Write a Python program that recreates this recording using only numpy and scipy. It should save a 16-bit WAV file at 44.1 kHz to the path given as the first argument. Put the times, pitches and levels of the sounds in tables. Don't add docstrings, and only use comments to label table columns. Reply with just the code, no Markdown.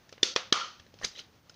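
import sys
import numpy as np
from scipy import signal
from scipy.fft import rfft, irfft
from scipy.io import wavfile
from scipy.ndimage import uniform_filter1d

SR = 44100
rng = np.random.default_rng(int(sys.argv[2]) if len(sys.argv) > 2 else 0)


def invert_db(x):
    u = np.asarray(x, float) / 20
    return 10 ** u


def wav_record(signal):
    frames = np.transpose(np.atleast_2d(signal))
    bounded = np.clip(frames, -1, 1)
    quanta = np.round(bounded * 32767).astype(np.int16)
    wavfile.write(sys.argv[1], SR, quanta)


N = 68355

KNEE_HZ = 6400

# pitch_hz, level_db (per Hz)
HISS_COLOUR = [(300, -7), (680, -10), (950, -11.5), (2400, -16.5), (6400, -20)]
# pitch_hz, level_db (per Hz)
RUMBLE_COLOUR = [(20, -16), (90, 1), (215, -2.5), (400, -13.5), (600, -32)]
# pitch_hz, t60_s
ROOM_T60 = [(150, 0.47), (500, 0.32), (1300, 0.36), (3200, 0.37), (6000, 0.37), (10000, .25)]
# start_s, level_db, centre_hz, ringing_hz, knock_db
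SMALL_TICKS = [(0.092, -49, 5100, 1755, -54.5), (0.118, -59, 5500, 5300, -68),
               (0.1257, -42.5, 2940, 1300, -39.5), (0.137, -67, 3000, 3720, -49),
               (0.1792, -50.5, 1500, 2890, -48), (0.3555, -43, 4500, 4800, -85),
               (0.798, -49, 2970, 2390, -54), (0.865, -58, 2500, 1710, -53), (.94, -52.5, 4510, 3190, -46),
               (.988, -54, 2980, 5270, -72.5), (0.998, -54, 4500, 5570, -64), (1.014, -46, 900, 606, -73),
               (1.026, -54, 1680, 1810, -44), (1.034, -57, 2020, 1770, -46),
               (1.0434, -30.5, 3200, 4080, -35.5), (1.046, -22.5, 6240, 6480, -49),
               (1.049, -39.5, 5200, 4900, -46), (1.157, -55, 3000, 2150, -76),
               (1.191, -40.5, 3080, 3900, -59), (1.496, -46, 7000, 5200, -54.5),
               (1.496, -58, 2530, 1475, -71), (1.542, -57.5, 4200, 3900, -76)]
# start_s, level_db, pitch_hz
DESK_BUMPS = [
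    (.797, -52.5, 85),
    (1.035, -47, 60),
    (1.045, -47.5, 146),
]
# start_s, peak_db, pitch_hz, swell_s
SHORT_PINGS = [(0.222, -52, 6800, 0.0022), (0.238, -29, 3500, 0.001), (.2405, -34, 4300, 0.0013),
               (0.3698, -36, 4370, .001), (.373, -38, 3580, 0.00087), (.383, -36.5, 1250, 0.0017),
               (0.5357, -28, 3200, 0.0014), (0.608, -34, 3264, 0.0022), (.646, -37.5, 3080, 0.0022),
               (.682, -47.5, 3180, 0.0028), (.796, -48.5, 3280, 0.0013), (0.797, -51.5, 1720, 0.0019),
               (.797, -57, 5550, 0.0011), (.987, -53, 3130, 0.0016), (1.0254, -38.5, 1840, 0.0018),
               (1.033, -34, 1830, 0.0014), (1.034, -37, 3100, .001), (1.037, -40, 6140, 0.0013),
               (1.0435, -29, 3350, 0.00068), (1.0485, -22, 4820, 0.00073), (1.053, -35, 4800, 0.0018),
               (1.064, -38.5, 3900, .001), (1.069, -36, 4800, 0.00093), (1.081, -44, 6760, 0.0018),
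               (1.087, -42.5, 4870, 0.0033), (1.091, -49, 6420, 0.0015), (1.136, -53, 3900, 0.0011),
               (1.15, -49, 3900, 0.0018), (1.154, -44, 3120, 0.0011), (1.161, -45, 3260, .0015),
               (1.161, -49, 5630, 0.0011), (1.167, -48, 5500, 0.00088), (1.186, -45, 3900, .0015),
               (1.192, -38, 3010, 0.0012), (1.196, -36, 3900, .001), (1.199, -44, 3850, 0.0011),
               (1.199, -51, 4900, 0.0028), (1.207, -42, 3100, 0.00072), (1.215, -49, 3260, .0015),
               (1.174, -53.5, 530, 0.0033), (1.193, -60, 593, 0.0047), (1.497, -49.5, 1446, 0.0019),
               (1.495, -51, 5150, 0.0017), (1.495, -47, 6280, 0.0011), (1.496, -54, 3100, 0.0014),
               (0.547, -37, 1280, 0.0034), (0.556, -32, 1377, 0.0036), (.575, -36, 1216, .003),
                (.61, -32, 1361, 0.0076), (0.637, -38, 1249, .005), (0.654, -44.5, 1270, 0.0041),
                (1.053, -43.5, 2010, 0.0021), (1.057, -34, 8400, .0015), (1.153, -52, 1960, 0.0018),
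                (1.16, -52, 2050, .002), (1.19, -52.5, 1430, 0.0047), (.125, -37, 11400, .0006)]
# start_s, rise_s, fall_s, level_db, thud_lead_s
SNAPS = [
    (.2290, 0.0029, 0.0017, -15, 0.00045),
    (0.3611, 0.0016, .0016, -17.5, 0.0008),
    (0.5238, 0.0031, .0018, -19, 0.0015),
]
# pitch_hz, width_hz, level_db
SNAP_BODIES = [
    [(386, 148, -9), (1028, 95, -26.5), (1860, 91, -14.5), (2470, 63, -33.5), (2924, 99, -9),
     (3513, 150, 0.5), (4380, 140, -14), (4900, 270, -7), (5507, 230, -9), (7100, 93, -19)],
    [(474.4, 140, -6.5), (1184, 430, -7), (1864, 180, -9.0), (2478, 75, -7), (3396, 430, -4.0),
     (3900, 330, -9.0), (5470, 240, -30), (5520, 410, -8), (6654, 120, -22.0),
     (7110, 120, -18.0)] + [(678, 180, -21.5)],
    [(335, 300, -5.5), (1209, 170, -4.5), (1728, 120, -5.5), (2945, 110, -2.5), (3268, 170, 3.0),
     (3932, 430, 0.0), (4806, 120, -3), (5680, 330, -15), (6350, 150, -7.5),
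     (7070, 330, -47.0)] + [(800, 200, -20.0), (2202, 67, -12), (5270, 200, -10)],
]
# pitch_hz, level_db (per Hz)
CRACK_COLOUR = [(40, -54), (120, -31.5), (400, -16), (800, -30.5), (1800, -13), (2400, -11.5), (3400, -3),
                (6400, -6)]
CRACK_LEVELS = [-5, -11.5, -3.5]
# level_db, ducking_db, recovery_s, decay_scale, damped_at_s
ROOM_ANSWERS = [
    (-24.5, 4.5, 0.042, 0.92, 0.3415),
    (-33.5, -10.5, 0.0106, 0.95, .51),
    (-24, 6.5, 0.044, 1.132, 0.96),
]
# pitch_hz, level_db (per Hz)
ANSWER_COLOURS = [
    [(100, -29), (420, -6.5), (760, -22), (1500, -12.5), (3500, -6), (6400, -4)],
    [(150, -39), (500, -5), (1370, -7.5), (3400, -4), (6400, -10.5)],
    [(130, -28), (530, -11.5), (700, -13.5), (1240, -3.5), (1550, -11), (4200, -9.5), (6400, -12)],
]
# pitch_hz, width_hz, boost_db
SPRING_RINGS = [
    [(959, 250, 5), (1380, 78, 9), (3500, 420, 8), (4460, 220, 8)],
    [(1300, 250, 8.5), (3423, 230, 3.5), (4300, 200, 1)],
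    [(1250, 330, 4), (1350, 190, 4.5), (2990, 60, 12), (3200, 140, 8.5), (4400, 120, 6.5)],
]
DESK_LEVELS = [-20, -15, -21]
# start_s, level_db
FLICK_PRESSURE = [(0.993, -62), (1.015, -52), (1.042, -33), (1.05, -32.5), (1.072, -41), (1.1, -55),
                  (1.13, -51.5), (1.161, -64)]
# start_s, level_db
RUB_PRESSURE = [(1.13, -64), (1.152, -52.5), (1.172, -49), (1.185, -42.5), (1.198, -38.5), (1.215, -48.5),
                (1.239, -60), (1.28, -72)]
# pitch_hz, level_db (per Hz)
PAPER_COLOURS = [
    [(100, -11), (1000, -14), (1400, -9), (2800, -16.5), (6400, -12)],
    [(100, -21.5), (560, -10.5), (900, -23), (2400, -8.5), (3900, -4), (6400, -11)],
]
# pitch_hz, width_hz, boost_db
SHEET_BANDS = [(1870, 320, 7), (3950, 570, 6.5), (4800, 250, 5.5), (6270, 257, 5)]
# pitch_hz, level_db
MIC_RESPONSE = [(30, -2.5), (70, 0), (6300, -0.5), (6900, -8), (7800, -18.5), (9000, -21), (12000, -31),
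                (15500, -26)]


def evened(x):
    return x / np.sqrt(np.mean(x ** 2) + 1e-20)


def read(points, hz):
    f, value = np.transpose(points)
    return np.interp(np.log(hz + 1), np.log(f + 1), value)


def source_colour(points, hz):
    return read(points, np.minimum(hz, KNEE_HZ))


def octaves_above(hz, start_hz):
    return np.log2(np.maximum(hz / start_hz, 1))


def resonances(bands, hz):
    return sum(db / (1 + (2 * (hz - f) / width) ** 2) for f, width, db in bands)


def coloured(x, curve_db):
    hz = np.fft.rfftfreq(len(x), 1 / SR)
    return evened(irfft(rfft(x) * invert_db(curve_db(hz)), len(x)))


def add(mix, start_s, sound):
    part = mix[round(start_s * SR):][:len(sound)]
    part += sound[:len(part)]


def drift(size):
    return evened(uniform_filter1d(uniform_filter1d(rng.standard_normal(N), size), size))


def room_floor():
    hiss = coloured(rng.standard_normal(N), lambda hz: source_colour(HISS_COLOUR, hz) - 30 * (hz < 300))
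    rumble = coloured(rng.standard_normal(N),
                      lambda hz: read(RUMBLE_COLOUR, hz) - 40 * np.clip(hz / 300 - 1, 0, 2))
    return hiss * invert_db(-62.5 + drift(2000)) + rumble * invert_db(-65.5 + 1.5 * drift(1200))


def room_tail(colour_db, decay_scale, rings=(), size=22050):
    bloom_s = 0.035
    hz, t, z = signal.stft(rng.standard_normal(size), SR, nperseg=512)
    colour = colour_db(hz)
    bloom = 1 - np.exp(-t / bloom_s)
    z = z * invert_db(colour[:, None] + resonances(rings, hz[:, None]) * bloom)
    z = z / np.sqrt(np.mean(invert_db(2 * colour)))
    t60_s = decay_scale * read(ROOM_T60, hz)[:, None]
    return signal.istft(z * invert_db(-60 * t / t60_s), SR, nperseg=512)[1][:size]


def small_ticks():
    fall_s, knock_fall_s, rise_s = 0.0041, 0.0017, 0.00065
    spread, band_db, room_db = 0.87, -10, -14.5
    out, t = np.zeros(N), np.arange(1024) / SR
    for start_s, db, centre_hz, band_hz, knock_db in SMALL_TICKS:
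        def colour(hz):
            return np.maximum(-6 * (np.log((hz + 50) / centre_hz) / spread) ** 2, -40)
        puff = coloured(rng.standard_normal(len(t)), colour)
        puff += invert_db(band_db) * 2 * np.sin(2 * np.pi * band_hz * t)
        knock_hz = 516 * rng.uniform(0.87, 0.98)
        knock = np.sin(2 * np.pi * knock_hz * t) * np.exp(-t / knock_fall_s)
        tick = invert_db(db + 3) * puff * np.exp(-t / fall_s) + invert_db(knock_db + 6) * knock
        add(out, start_s, np.clip(t / rise_s, 0, 1) * tick)
        echo = room_tail(colour, 0.77, size=8192)
        fade_in = np.clip(np.arange(len(echo)) / 200, 0, 1)
        add(out, start_s, echo * fade_in * invert_db(db + room_db))
    return out


def pings():
    out, t = np.zeros(N), np.arange(2048) / SR
    for start_s, db, hz, swell_s in SHORT_PINGS:
        swell = (t / swell_s * np.exp(1 - t / swell_s)) ** 1.2
        add(out, start_s, invert_db(db) * swell * np.sin(2 * np.pi * hz * t))
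    return out


def snap(rise_s, fall_s, level_db, lead_s, body, crack_db):
    t = np.arange(0, 0.03, 1 / SR)
    after_thud = t - lead_s
    phases = rng.uniform(0, 2 * np.pi, 16)
    out = np.zeros(len(t))
    for (hz, width_hz, db), phase in zip(body, phases):
        bright = hz > 700
        u = after_thud if bright else t
        decay = np.exp(-(np.maximum(u - rise_s, 0) / fall_s * width_hz / 240) ** 1.3)
        shape = np.clip(u / rise_s, 0, 1) ** 2 * decay
        tone = np.sin(2 * np.pi * hz * t + phase * bright)
        out += invert_db(db) * np.sqrt(width_hz / 160) * shape * tone
    crack = coloured(rng.standard_normal(len(t)),
                     lambda hz: source_colour(CRACK_COLOUR, hz) - 5 * octaves_above(hz, KNEE_HZ))
    decay = np.exp(-(np.maximum(after_thud - rise_s, 0) / fall_s / 2.2) ** 2.4)
    out += invert_db(crack_db) * crack * np.clip(after_thud / rise_s, 0, 1) ** 2 * decay
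    return invert_db(level_db + 5.5) * out


def snap_answer(start_s, answer, colour, rings, desk_db):
    level_db, duck_db, recovery_s, decay_scale, damped_at_s = answer
    desk_hz, desk_t60_s, damp_s = 521, 0.45, 0.0046
    echo = room_tail(lambda hz: source_colour(colour, hz) - 8.5 * octaves_above(hz, KNEE_HZ),
                     decay_scale, rings)
    t = np.arange(len(echo)) / SR
    waver = np.cumsum(uniform_filter1d(rng.standard_normal(len(t)), 900)) * 0.06
    echo = echo + invert_db(desk_db - 60 * t / desk_t60_s) * np.sin(2 * np.pi * desk_hz * t + waver)
    damped = invert_db(-12 * np.clip((t + start_s - damped_at_s) / damp_s, 0, 1))
    gain = invert_db(level_db - duck_db * np.exp(-t / recovery_s))
    return echo * np.clip(t / 0.0026, 0, 1) * damped * gain


def stapler():
    out = np.zeros(N)
    for row, body, crack_db, answer, colour, rings, desk_db in zip(
            SNAPS, SNAP_BODIES, CRACK_LEVELS, ROOM_ANSWERS, ANSWER_COLOURS, SPRING_RINGS, DESK_LEVELS):
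        start_s, rise_s, fall_s, level_db, lead_s = row
        add(out, start_s - lead_s, snap(rise_s, fall_s, level_db, lead_s, body, crack_db))
        add(out, start_s, snap_answer(start_s, answer, colour, rings, desk_db))
    return out


def desk_bumps():
    fall_s = 0.0043
    out, t = np.zeros(N), np.arange(4096) / SR
    for start_s, db, hz in DESK_BUMPS:
        swell = t / fall_s * np.exp(-t / fall_s)
        add(out, start_s, invert_db(db + 10) * swell * np.sin(2 * np.pi * hz * t))
    return out


def patchy(x):
    patch_db = 5
    z = signal.stft(x, nperseg=128)[2]
    field = uniform_filter1d(rng.standard_normal(z.shape), 3, axis=0)
    field = evened(uniform_filter1d(field, 4, axis=1))
    return evened(signal.istft(z * invert_db(patch_db * field), nperseg=128)[1][:N])


def paper():
    grains_per_s, grain_db, clump_s = 7900, 2, 0.0015
    out = np.zeros(N)
    for pressure, colour in zip((FLICK_PRESSURE, RUB_PRESSURE), PAPER_COLOURS):
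        grains = (rng.random(N) < grains_per_s / SR) * invert_db(grain_db * rng.exponential(1, N))
        clumps = evened(signal.lfilter([1], [1, -np.exp(-1 / (clump_s * SR))], grains))

        def sheet(hz):
            sparkle = 2 * octaves_above(hz, 9000)
            return source_colour(colour, hz) + resonances(SHEET_BANDS, hz) + sparkle
        rustle = coloured((clumps + 0.86) * rng.standard_normal(N), sheet)
        s, db = np.transpose(pressure)
        out += patchy(rustle) * invert_db(np.interp(np.arange(N) / SR, s, db, -100, -100))
    return out


def scene():
    return (stapler() + small_ticks() + desk_bumps() + paper() + pings() + room_floor())[None]


def roll_off(x):
    return signal.sosfilt(signal.butter(12, 16390, fs=SR, output="sos"), x)


def record(dry):
    ceiling, edge_hz = 0.85, 15500
    noise_db, step_db, step_hz = -73, 11, 14120
    hz = np.fft.rfftfreq(N, 1 / SR)
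    fizz = coloured(rng.standard_normal(N), lambda f: step_db * np.clip((f - step_hz) / 600, 0, 1))
    limited = ceiling * np.tanh(dry / ceiling)
    heard = rfft(limited) * invert_db(read(MIC_RESPONSE, hz)) + rfft(fizz * invert_db(noise_db))
    band_edge = invert_db(-60 * np.clip((hz - edge_hz) / 400, 0, 1))
    return roll_off(irfft(heard * band_edge, N))


dry = scene()
out = record(dry)
wav_record(out)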